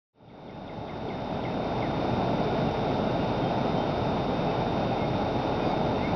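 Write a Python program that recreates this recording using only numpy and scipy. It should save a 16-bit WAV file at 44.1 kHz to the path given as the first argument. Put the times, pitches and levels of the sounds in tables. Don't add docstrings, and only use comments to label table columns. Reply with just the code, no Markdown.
import sys
import numpy as np
from scipy import signal
from scipy.fft import rfft, irfft, next_fast_len
from scipy.io import wavfile

SR = 44100
rng = np.random.default_rng(int(sys.argv[2]) if len(sys.argv) > 2 else 0)


def store_pcm(level_fs):
    pcm = np.round(np.clip(level_fs, -1, 1) * 32767).astype(np.int16)
    wavfile.write(sys.argv[1], SR, np.atleast_2d(pcm).T)


N = 271215
TIME = np.arange(N) / SR
TURNS_PER_S = 14.985

# (frequency [Hz], relative density [dB])
RUSH_SPECTRUM = [(150, -22), (340, -4), (500, -3.5), (630, 0), (870, -2.5), (1000, -10.5), (1200, -15),
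                 (1420, -13), (1680, -24), (1900, -23.5), (2200, -21), (2650, -23), (3150, -27),
                 (4800, -31), (7000, -34.5)]


def from_db(db):
    return 10 ** (np.asarray(db) / 20)


def rms_one(x):
    return x / np.sqrt(np.mean(x ** 2) + 1e-20)


def gain_curve(spectrum):
    known_hz, db = np.transpose(spectrum)
    return lambda hz: from_db(np.interp(np.log(np.maximum(hz, 1)), np.log(known_hz), db))


def filtered(x, gain_at):
    size = next_fast_len(N + SR // 2)
    hz = np.arange(size // 2 + 1) * SR / size
    return irfft(rfft(x, size) * gain_at(hz), size)[:N]


def drift(corner_hz):
    step, settling = 40, 2000
    pole = np.exp(-2 * np.pi * step * corner_hz / SR)
    white = rng.standard_normal(N // step + settling + 2)
    slow = signal.lfilter([1], [1, -2 * pole, pole * pole], white)[settling:]
    return np.interp(np.arange(N) / step, np.arange(len(slow)), rms_one(slow))


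def noise(spectrum):
    return rms_one(filtered(rng.standard_normal(N), gain_curve(spectrum)))


def tone(hz):
    return np.sqrt(2) * np.sin(2 * np.pi * (np.cumsum(hz) / SR + rng.random()))


def note(hz):
    return np.sqrt(np.abs(np.sin(np.linspace(0, np.pi, len(hz))))) * tone(hz)


def ring(clicks, hz, t60):
    r, w = np.exp(-np.log(1000) / (t60 * SR)), 2 * np.pi * hz / SR
    return signal.lfilter([0, np.sin(w)], [1, -2 * r * np.cos(w), r * r], clicks + 1e-18)


def ages(length):
    return np.arange(int(length * SR)) / SR


def add(out, onset, sound):
    start = int(onset * SR)
    out[start:start + len(sound)] += sound[:max(N - start, 0)]


def air(rumble_db=-30.5, swell_db=.5):
    # (frequency [Hz], relative density [dB])
    rumble_spectrum = [(20, -24.5), (55, -18), (72, -7), (105, -4), (122, -0.5), (200, -0.5), (290, -2.5),
                       (380, -9.5), (600, -23.5), (1200, -44.5)]
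    # (centre [Hz], half-width [Hz], rms level [dB])
    drones = [(121.8, 6.2, -43.5), (423, 25.4, -42)]
    out = from_db(rumble_db + swell_db * drift(4.5)) * noise(rumble_spectrum)
    for centre, width, db in drones:
        band = filtered(rng.standard_normal(N), lambda hz: 1 / (1 + ((hz - centre) / width) ** 2))
        out += from_db(db) * rms_one(band)
    return out


def motor(flutter=.00095, throb_db=1.46, hum_hz=43.3, hum_db=-47, hum_flutter=.013):
    # (frequency [Hz], rms level [dB])
    whine_lines = [(2546, -66), (3514, -64.5), (3638.5, -51), (3748, -63.5), (3874, -60), (4627, -72),
                   (4748, -71), (4826, -73), (5399, -76), (5426, -78), (5599, -77.5)]
    speed = 1 + flutter * drift(17.2)
    throb = from_db(throb_db * np.sin(2 * np.pi * TURNS_PER_S * TIME))
    whine = throb * sum(from_db(db) * tone(hz * speed) for hz, db in whine_lines)
    return whine + from_db(hum_db) * tone(hum_hz * (1 + hum_flutter * drift(5.0)))


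def ticking(uneven_db=2.0):
    # (delay from the start of a turn [s], impulse level [dB])
    contacts = [(0.043, -42.5), (0.0066, -49), (0.071, -52.5), (0.057, -53.5)]
    # (frequency [Hz], gain [dB], t60 [s])
    case_modes = [(4400, -4, .003), (5000, -6.5, .004), (5560, -3, 0.0059)]
    clicks, turns = np.zeros(N), np.arange(0, N / SR, 1 / TURNS_PER_S)
    for delay, db in contacts:
        at = ((turns + delay) * SR).astype(int)
        at = at[at < N]
        clicks[at] += from_db(db + uneven_db * rng.standard_normal(len(at)))
    return sum(from_db(db) * ring(clicks, hz, t60) for hz, db, t60 in case_modes)


def twitters(per_s=4, length_s=.045, low_hz=2100, high_hz=2845, db=-54.5, spread_db=5.0):
    out, age = np.zeros(N), ages(length_s)
    for when, pitch, slope, strength in rng.random((int(per_s * N / SR), 4)):
        hz = low_hz + pitch * (high_hz - low_hz)
        glide = 1 + .072 * (2 * slope - 1) * age / length_s
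        add(out, when * N / SR, from_db(db + spread_db * (strength - .5)) * note(hz * glide))
    return out


def whistles(slide_share=.05, slide_s=.014):
    # (time [s], duration [s], pitch [Hz], level [dB])
    notes = [(2.67, .04, 2710, -50), (3.415, .087, 3155, -51), (3.745, .085, 3105, -52.5),
             (4.91, .055, 2440, -51), (4.98, .077, 2140, -46.5), (5.609, .068, 2450, -48),
             (5.695, 0.052, 2170, -48), (5.695, .047, 3690, -52)]
    out = np.zeros(N)
    for onset, length, hz, db in notes:
        slide = 1 + slide_share * np.exp(-ages(length) / slide_s)
        add(out, onset, from_db(db) * note(hz * slide))
    return out


def reedy_call(onset_s=5.635, length_s=.11, pitch_hz=1583, sag_hz=6.0):
    # (harmonic number, level [dB])
    partials = [(3, -54.5), (4, -56)]
    out = np.zeros(N)
    fundamental = np.linspace(pitch_hz + sag_hz, pitch_hz - sag_hz, int(length_s * SR))
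    for harmonic, db in partials:
        add(out, onset_s, from_db(db) * note(harmonic * fundamental))
    return out


def throat(hz, centre_hz=2150, half_width_hz=75, leak_db=-17):
    return np.hypot(from_db(leak_db), 1 / (1 + ((hz - centre_hz) / half_width_hz) ** 2))


def sweeps(steepness=6.6, swell_db=14):
    # (time [s], duration [s], from [Hz], to [Hz], source level at midpoint [dB])
    rises = [(4.447, 0.064, 2260, 2710, -34.5), (5.869, .33, 1696, 2490, -39.5)]
    out = np.zeros(N)
    for onset, length, from_hz, to_hz, db in rises:
        progress = ages(length) / length - .5
        hz = from_hz + (to_hz - from_hz) / (1 + np.exp(-steepness * progress))
        add(out, onset, from_db(db + swell_db * progress) * throat(hz) * note(hz))
    return out


def slurs(rest_hz=1350, sag_hz=1060, plunge_hz=1260, waver_db=1.5):
    # (time [s], level before the accent [dB])
    run = [(0.286, -37), (0.479, -36.5), (0.677, -36), (0.877, -35.5), (1.085, -34), (1.433, -32),
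           (1.805, -34)]
    out = np.zeros(N)
    for onset, db in run:
        stretch = .86 + .12 * onset
        age = ages(.09 * stretch) / stretch
        plunge = np.exp(-(age / .0098) ** 2)
        hz = rest_hz + sag_hz * np.exp(-age / .068) + plunge_hz * plunge
        attack = np.minimum(age / .004, 1)
        envelope = attack * np.exp(-age / .18) * throat(hz)
        accent_db = (27 - 11 * onset) * np.exp(-(age / .0058) ** 2)
        level_db = db + accent_db + waver_db * drift(90.0)[:len(age)]
        add(out, onset, from_db(level_db) * envelope / envelope.max() * tone(hz))
    return out


def wood(calls, wet_db=-6.0, t60=.71):
    age = ages(.5)
    tail = rng.standard_normal(len(age)) * np.exp(-np.log(1000) * age / t60)
    return calls + from_db(wet_db) * signal.fftconvolve(calls, tail / np.linalg.norm(tail))[:N]


def bubbles(flow, per_s=1500, spread_db=4.0, t60_cycles=14.3, pitches=28):
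    strength = from_db(spread_db * np.minimum(rng.exponential(1, N), 4))
    polarity = rng.choice([-1, 1], N)
    born = rng.random(N) < per_s * flow / SR
    kicks = strength * polarity * born
    pitch_index = rng.integers(0, pitches, N)
    out = np.zeros(N)
    for k, hz in enumerate(np.geomspace(400, 5500, pitches)):
        out += hz * ring(kicks * (pitch_index == k), hz, t60_cycles / hz)
    return rms_one(filtered(out, gain_curve(RUSH_SPECTRUM)))


def creek(rush_db=-30.5, bubble_db=-38.5, surge_db=.32):
    flow = from_db(surge_db * drift(3.0))
    return flow * (from_db(rush_db) * noise(RUSH_SPECTRUM) + from_db(bubble_db) * bubbles(flow))


def scene():
    steady = creek() + air() + motor() + ticking()
    birds = slurs() + sweeps() + whistles() + reedy_call() + twitters()
    return (steady + wood(birds))[None, :]


def record(dry, mic_top_hz=5617, hiss_db=-84, fade_span_s=(.13, 2.2), cutoff_hz=15700):
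    # (frequency [Hz], rms level [dB])
    whistle_lines = [(6891, -91), (8269, -93.5), (9647, -90), (11025, -78), (12403, -93), (13781, -94)]
    dull = signal.sosfilt(signal.butter(15, mic_top_hz, fs=SR, output="sos"), dry)
    hiss = from_db(hiss_db) * rng.standard_normal(N)
    whistle = sum(from_db(db) * tone(np.full(N, hz)) for hz, db in whistle_lines)
    fade = np.interp(TIME, fade_span_s, [0, 1])
    band_limit = signal.ellip(10, .1, 80, cutoff_hz, fs=SR, output="sos")
    return signal.sosfilt(band_limit, fade * (dull + hiss + whistle))


dry = scene()
out = record(dry)
store_pcm(out)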